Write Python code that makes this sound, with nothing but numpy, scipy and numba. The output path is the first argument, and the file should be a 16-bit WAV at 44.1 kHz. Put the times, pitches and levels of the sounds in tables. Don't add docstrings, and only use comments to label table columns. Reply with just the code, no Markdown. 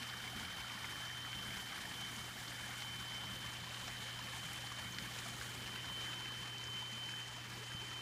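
import sys
import numpy as np
from scipy import signal
from scipy.fft import rfft, irfft, next_fast_len
from scipy.io import wavfile
from scipy.ndimage import uniform_filter1d
from numba import njit

SR = 44100
rng = np.random.default_rng(int(sys.argv[2]) if len(sys.argv) > 2 else 0)


def materialize(psi):
    bounded = np.clip(np.atleast_2d(psi).T, -1, 1)
    quanta = np.round(bounded * 32767).astype(np.int16)
    wavfile.write(sys.argv[1], SR, quanta)


N = 353241
T = np.arange(N) / SR


def undb(db):
    return 10 ** (np.asarray(db) / 20)


def level(x, db):
    return x * undb(db) / np.sqrt(np.mean(x ** 2))


def curves(table):
    s, *columns = np.transpose(table)
    return [np.interp(T, s, column) for column in columns]


def colour(x, hz, db):
    size = next_fast_len(N)
    log_hz = np.log(np.arange(1, size // 2 + 2) * SR / size)
    gain = undb(np.interp(log_hz, np.log(hz), db))
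    return irfft(rfft(x, size) * gain, size)[:N]


def flat(x):
    spectrum = rfft(x)
    smooth_power = uniform_filter1d(np.abs(spectrum) ** 2, size=4001)
    return irfft(spectrum / np.sqrt(smooth_power), N)


def walk(rate):
    hold = int(SR / rate)
    steps = np.repeat(rng.standard_normal(N // hold + 1), hold)
    smooth = uniform_filter1d(steps, hold)[:N]
    return smooth / smooth.std()


@njit
def rings(count, start, hz, cycles, size, glide):
    out = np.zeros(count)
    for k in range(len(start)):
        length = int(2.5 * cycles[k] * SR / hz[k])
        phase = 0.
        for i in range(min(length, count - start[k])):
            done = i / length
            phase += 2 * np.pi * hz[k] * (1 + glide * done) / SR
            envelope = np.exp(-5.76 * done) * min(8 * done, 1.)
            out[start[k] + i] += size[k] * np.sin(phase) * envelope
    return out


def bubbles(rate, low_hz, high_hz, cycles, spread_db, glide):
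    when, pitch, loud, ring = rng.random((int(rate * N / SR), 4)).T
    hz = low_hz * (high_hz / low_hz) ** pitch
    size = hz / low_hz * undb(spread_db * (loud ** 2 - 1))
    return rings(N, (when * N).astype(np.int64), hz, cycles * (.5 + ring), size, glide)


def spatter(rate, spread_db, t60, rise):
    when, loud = rng.random((int(rate * N / SR), 2)).T
    hits = np.zeros(N)
    hits[(when * N).astype(int)] = undb(2 * spread_db * loud ** 2)
    keep = 1e-6 ** (1 / (t60 * SR))
    power = signal.lfilter([1], [1, -keep], hits)
    return np.sqrt(np.abs(uniform_filter1d(power, int(rise * SR))))


def falling_water():
    surge = undb(0.21 * walk(11) + 0.61 * walk(30))
    spray = level(rng.standard_normal(N), -2.3)
    slap_envelope = spatter(rate=140, spread_db=12, t60=0.021, rise=0.0094)
    slaps = level(slap_envelope * rng.standard_normal(N), -5.0)
    gurgle = bubbles(rate=600, low_hz=299.3, high_hz=3220, cycles=13.0, spread_db=10.0, glide=0.27)
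    fizz = bubbles(rate=2000, low_hz=2487, high_hz=14180, cycles=10.8, spread_db=15.5, glide=0.25)
    plops = bubbles(rate=60, low_hz=344.7, high_hz=1426, cycles=12.0, spread_db=9.0, glide=0.3)
    trickle = bubbles(rate=900, low_hz=1051, high_hz=2401, cycles=22.6, spread_db=8, glide=0.26)
    clusters = undb(3.2 * np.tanh(walk(40)))
    ringing = level(gurgle, -13.0) + level(clusters * trickle, -13.0) + level(fizz, -7.5) + level(plops, -18.5)
    return flat(surge * (spray + slaps + ringing))


# start_s, level_db, turned_away (0 to 1), treble_lift_db (above about 6 kHz)
FALL = [(0, -49, 0, 1.5), (.8, -48.5, 0.13, -1), (2.2, -48.5, 0.14, 1.1), (3, -49, 0.16, -0.5),
        (3.8, -49, 0.44, -0.5), (4.75, -48.5, .42, 0.5), (5.2, -48.5, 0.37, 0), (5.75, -49.2, 0.44, 0),
        (6.2, -49, 0.75, -1.5), (6.8, -51, 0.87, 0), (8.01, -50.5, 0.9, 0)]
# facing_db, half_turned_db, turned_away_db
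WATER_COLOUR = [(200, -24, -20, -16), (450, -15, -13, -11), (530, -12, -6.5, -7.5), (630, -10, -9.5, -11),
                (760, -4.5, -4.5, -6), (950, -4.5, -3, -1.5), (1300, -3.5, -4, -3), (1780, 0, 0, 0),
                (2030, -6, -3.5, -2), (2200, -1, -1.5, -4), (2450, -6.5, -4, -1.5), (2620, -12.5, -7.5, -3),
                (2850, -6, -3, -5), (3400, -5.5, -4.5, -7), (4200, -11, -7, -8.5), (4700, -9, -9, -7),
                (5900, -12, -11.5, -11.5), (6700, -15, -10.5, -9.5), (7300, -15.5, -12.5, -14),
                (10000, -17.5, -17, -19), (15500, -28, -30, -35)]


def fall():
    water = falling_water()
    hz, *views = np.transpose(WATER_COLOUR)
    level_db, turn, treble_db = curves(FALL)
    heard = 0
    for k, view_db in enumerate(views):
        share = np.clip(1 - np.abs(2 * turn - k), 0, 1)
        heard = heard + share * level(colour(water, hz, view_db), 0)
    treble = colour(heard, [4500, 6500], [-30, 0])
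    flicker = undb(treble_db + 0.71 * walk(4.5) + 0.51 * walk(16))
    return undb(level_db) * (heard + (flicker - 1) * treble)


# start_s, tick_peak_db, spatter_db (before its fade), centre_hz, half_width_octaves
SPLASHES = [(.097, -42, -40, 3760, 0.41), (0.843, -40, -35, 1600, 0.6), (1.330, -33, -42, 2000, 0.59),
            (.03, -40, -39.5, 2600, 0.82), (.239, -50, -36, 1760, 0.28), (.449, -42, -40, 2800, 0.58),
            (.698, -47, -41, 2230, .25), (1.249, -40, -42, 1660, 0.29), (1.56, -43, -43, 1740, .3),
            (1.913, -40, -41, 1780, 0.79), (2.480, -39, -44, 3900, 0.29), (2.588, -39, -49, 1730, .3),
            (2.821, -34, -38, 1900, 1.2), (3.743, -49, -42, 3420, 0.44), (3.879, -42, -37, 1600, 1.6),
            (3.969, -43, -48, 4230, 0.24), (4.074, -44, -48, 1640, 0.64), (4.19, -42, -40, 2600, 1),
            (4.288, -40, -47, 3200, .5), (4.53, -50, -45, 9500, .4), (4.667, -42, -42, 4200, .3),
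            (4.922, -44, -41, 6500, 0.064), (5.023, -50, -48, 6500, .1), (4.945, -50, -45, 4500, .15),
            (4.9853, -26, -35.5, 2700, 0.85), (5.187, -39, -39, 3600, 1), (5.412, -36, -45, 3000, 0.9),
            (5.659, -57, -37, 2920, 0.12), (5.758, -46, -37.5, 1800, 0.67), (6.132, -31, -40, 2000, 0.63),
            (6.257, -40, -41, 2060, 0.39), (6.582, -41, -46, 4970, 0.61), (6.639, -46, -45, 5800, .3),
            (6.932, -40, -45, 4500, 0.55), (7.088, -38, -38, 1980, 0.33)]


def splashes():
    out, t = np.zeros(N + SR), T[:SR // 10]
    fade = undb(-60 * t / .024) * np.minimum(t / .0015, 1)
    for s, tick_db, spatter_db, hz, width in SPLASHES:
        edges_hz = hz * 2. ** np.array([-width, width])
        band = signal.butter(3, edges_hz, "band", fs=SR, output="sos")
        tick = signal.sosfilt(band, 1. * (t == 0))
        spray = signal.sosfilt(band, rng.standard_normal(len(t)))
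        i = int(s * SR)
        out[i:i + len(t)] += undb(tick_db) * tick / np.abs(tick).max() + level(spray, spatter_db) * fade
    return out[:N]


# start_s, pitch_hz (at the start), peak_db, fade_cycles (to fall 20 dB)
PLIPS = [(.136, 1640, -41, 9), (.275, 2150, -41, 17), (.33, 720, -47.5, 12), (.395, 1560, -45, 9),
         (.45, 2150, -42, 14), (.517, 2120, -42, 9), (.585, 990, -48, 10), (.645, 1340, -40, 8.3),
         (.776, 1780, -40, 12), (.955, 1700, -43, 14), (1.1, 1800, -43, 14), (1.452, 1600, -44, 18),
         (1.505, 2100, -40, 16), (1.59, 1500, -43, 14), (1.722, 2020, -42, 10), (1.91, 1750, -42, 14),
         (1.853, 1750, -38.5, 13), (3.152, 2140, -42, 9), (3.27, 2080, -39.5, 9), (3.442, 995, -45, 9),
         (4.19, 943, -44, 10), (4.672, 2140, -45, 9), (4.717, 1100, -42, 9), (4.856, 2150, -46, 53),
         (4.872, 1500, -49, 12), (4.922, 1770, -48, 9), (5.4126, 1510, -37, 9), (5.776, 1900, -41, 10),
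         (5.898, 980, -41.5, 5.4), (6.011, 2300, -42, 13), (6.093, 1040, -45, 5), (6.176, 2040, -47, 16),
         (6.826, 933, -44.5, 9.8), (7.029, 1730, -47, 9), (7.137, 1600, -40.5, 10), (7.378, 680, -52, 13),
         (7.815, 865, -51, 17), (7.915, 1270, -45, 12), (.01, 230, -46, 7.1), (.35, 200, -48.5, 9.6),
         (.745, 195, -48.5, 7.6), (2.165, 210, -48, 9.8), (2.48, 293, -53.5, 10), (3.3, 190, -52, 11),
         (3.61, 162, -50, 8.8), (4.44, 155, -48, 7.1), (5.27, 218, -53, 7.2), (6.74, 177, -51, 8),
         (6.92, 210, -49, 8), (7.61, 420, -52, 12), (7.82, 393, -55, 12)]


def plips():
    s, hz, db, cycles = np.transpose(PLIPS)
    size = 2 * undb(db)
    return rings(N, (s * SR).astype(np.int64), hz, cycles, size, glide=0.16)


# start_s, level_db
WHINE_LEVEL = [(0, -53.5), (.5, -53.5), (1.1, -52), (1.35, -50.5), (1.65, -51.5), (1.8, -57.5),
               (2.05, -49.5), (2.12, -56.5), (2.2, -54), (2.32, -58), (2.47, -58), (2.95, -50.5),
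               (3.35, -52), (3.76, -55.5), (4.12, -52.5), (4.46, -55.5), (4.92, -52.5), (5.13, -56.5),
               (5.58, -56), (5.65, -53), (5.95, -48.5), (6.6, -49.5), (6.97, -46.5), (7.2, -49),
               (7.48, -59.5), (7.82, -49.5), (7.9, -53.5), (7.97, -49), (8.01, -51.5)]
# start_s, pitch_hz
WHINE_PITCH = [(0, 3082.5), (1.7, 3081), (2.3, 3071.7), (7.45, 3071.7), (7.8, 3075), (8.01, 3082)]
WHINE_FLUTTER_DB = 0.9


def whine():
    (hz,), (db,) = curves(WHINE_PITCH), curves(WHINE_LEVEL)
    loudness = np.sqrt(2) * undb(db + WHINE_FLUTTER_DB * walk(16))
    return loudness * np.sin(2 * np.pi * np.cumsum(hz) / SR)


HUM_HZ = 119.98
# start_s, level_db
HUM_LEVEL = [(0, -57.5), (1.6, -57), (2, -57.5), (4.5, -55.5), (8.01, -56)]
# centre_s, depth_db, half_length_s
HUM_DIPS = [(.54, -9, .11), (.8, -6, .03), (1, -3, .03), (1.6, -5, .04), (1.79, -17, .09)]


def pump():
    db, = curves(HUM_LEVEL)
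    for s, depth_db, half in HUM_DIPS:
        db = db + depth_db * np.exp(-((T - s) / half) ** 2)
    return np.sqrt(2) * undb(db) * np.cos(2 * np.pi * HUM_HZ * T)


# (per Hz, relative)
RUMBLE_COLOUR = [(15, -44), (25, -23), (50, -1), (75, 0.5), (87, 4), (100, -3.5), (150, -2), (175, 1),
                 (190, 1.5), (210, 0), (260, -4.5), (400, -11.5), (800, -25)]
# start_s, level_db
RUMBLE_LEVEL = [(0, -56), (2, -57.5), (4, -56), (5.5, -57), (8.01, -59.5)]
# start_s, level_db
DRONE_LEVEL = [(0, -83), (4.8, -84), (5.3, -75), (6.5, -69), (7.4, -70.5), (8.01, -66)]


def rumble():
    gusts = undb(1.1 * walk(5) + 1.05 * walk(18))
    far = gusts * rng.standard_normal(N)
    drone = level(colour(far, [200, 308, 530, 825], [-18, 5.5, -5, -35]), 0)
    roar = level(colour(far, *np.transpose(RUMBLE_COLOUR)), curves(RUMBLE_LEVEL)[0])
    return roar + drone * undb(curves(DRONE_LEVEL)[0])


BUMP_S, BUMP_HZ, BUMP_DB = 7.751, 132, -38


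def bump():
    cycles = (T - BUMP_S) * BUMP_HZ
    return -undb(BUMP_DB) * np.sin(2 * np.pi * cycles) * np.exp(-(cycles / 0.52) ** 2)


def scene():
    return (fall() + splashes() + plips() + whine() + pump() + rumble() + bump())[None]


def record(dry):
    steep_cut = signal.ellip(12, .2, 70, 15330, fs=SR, output="sos")
    return signal.sosfilt(steep_cut, dry)


dry = scene()
out = record(dry)
materialize(out)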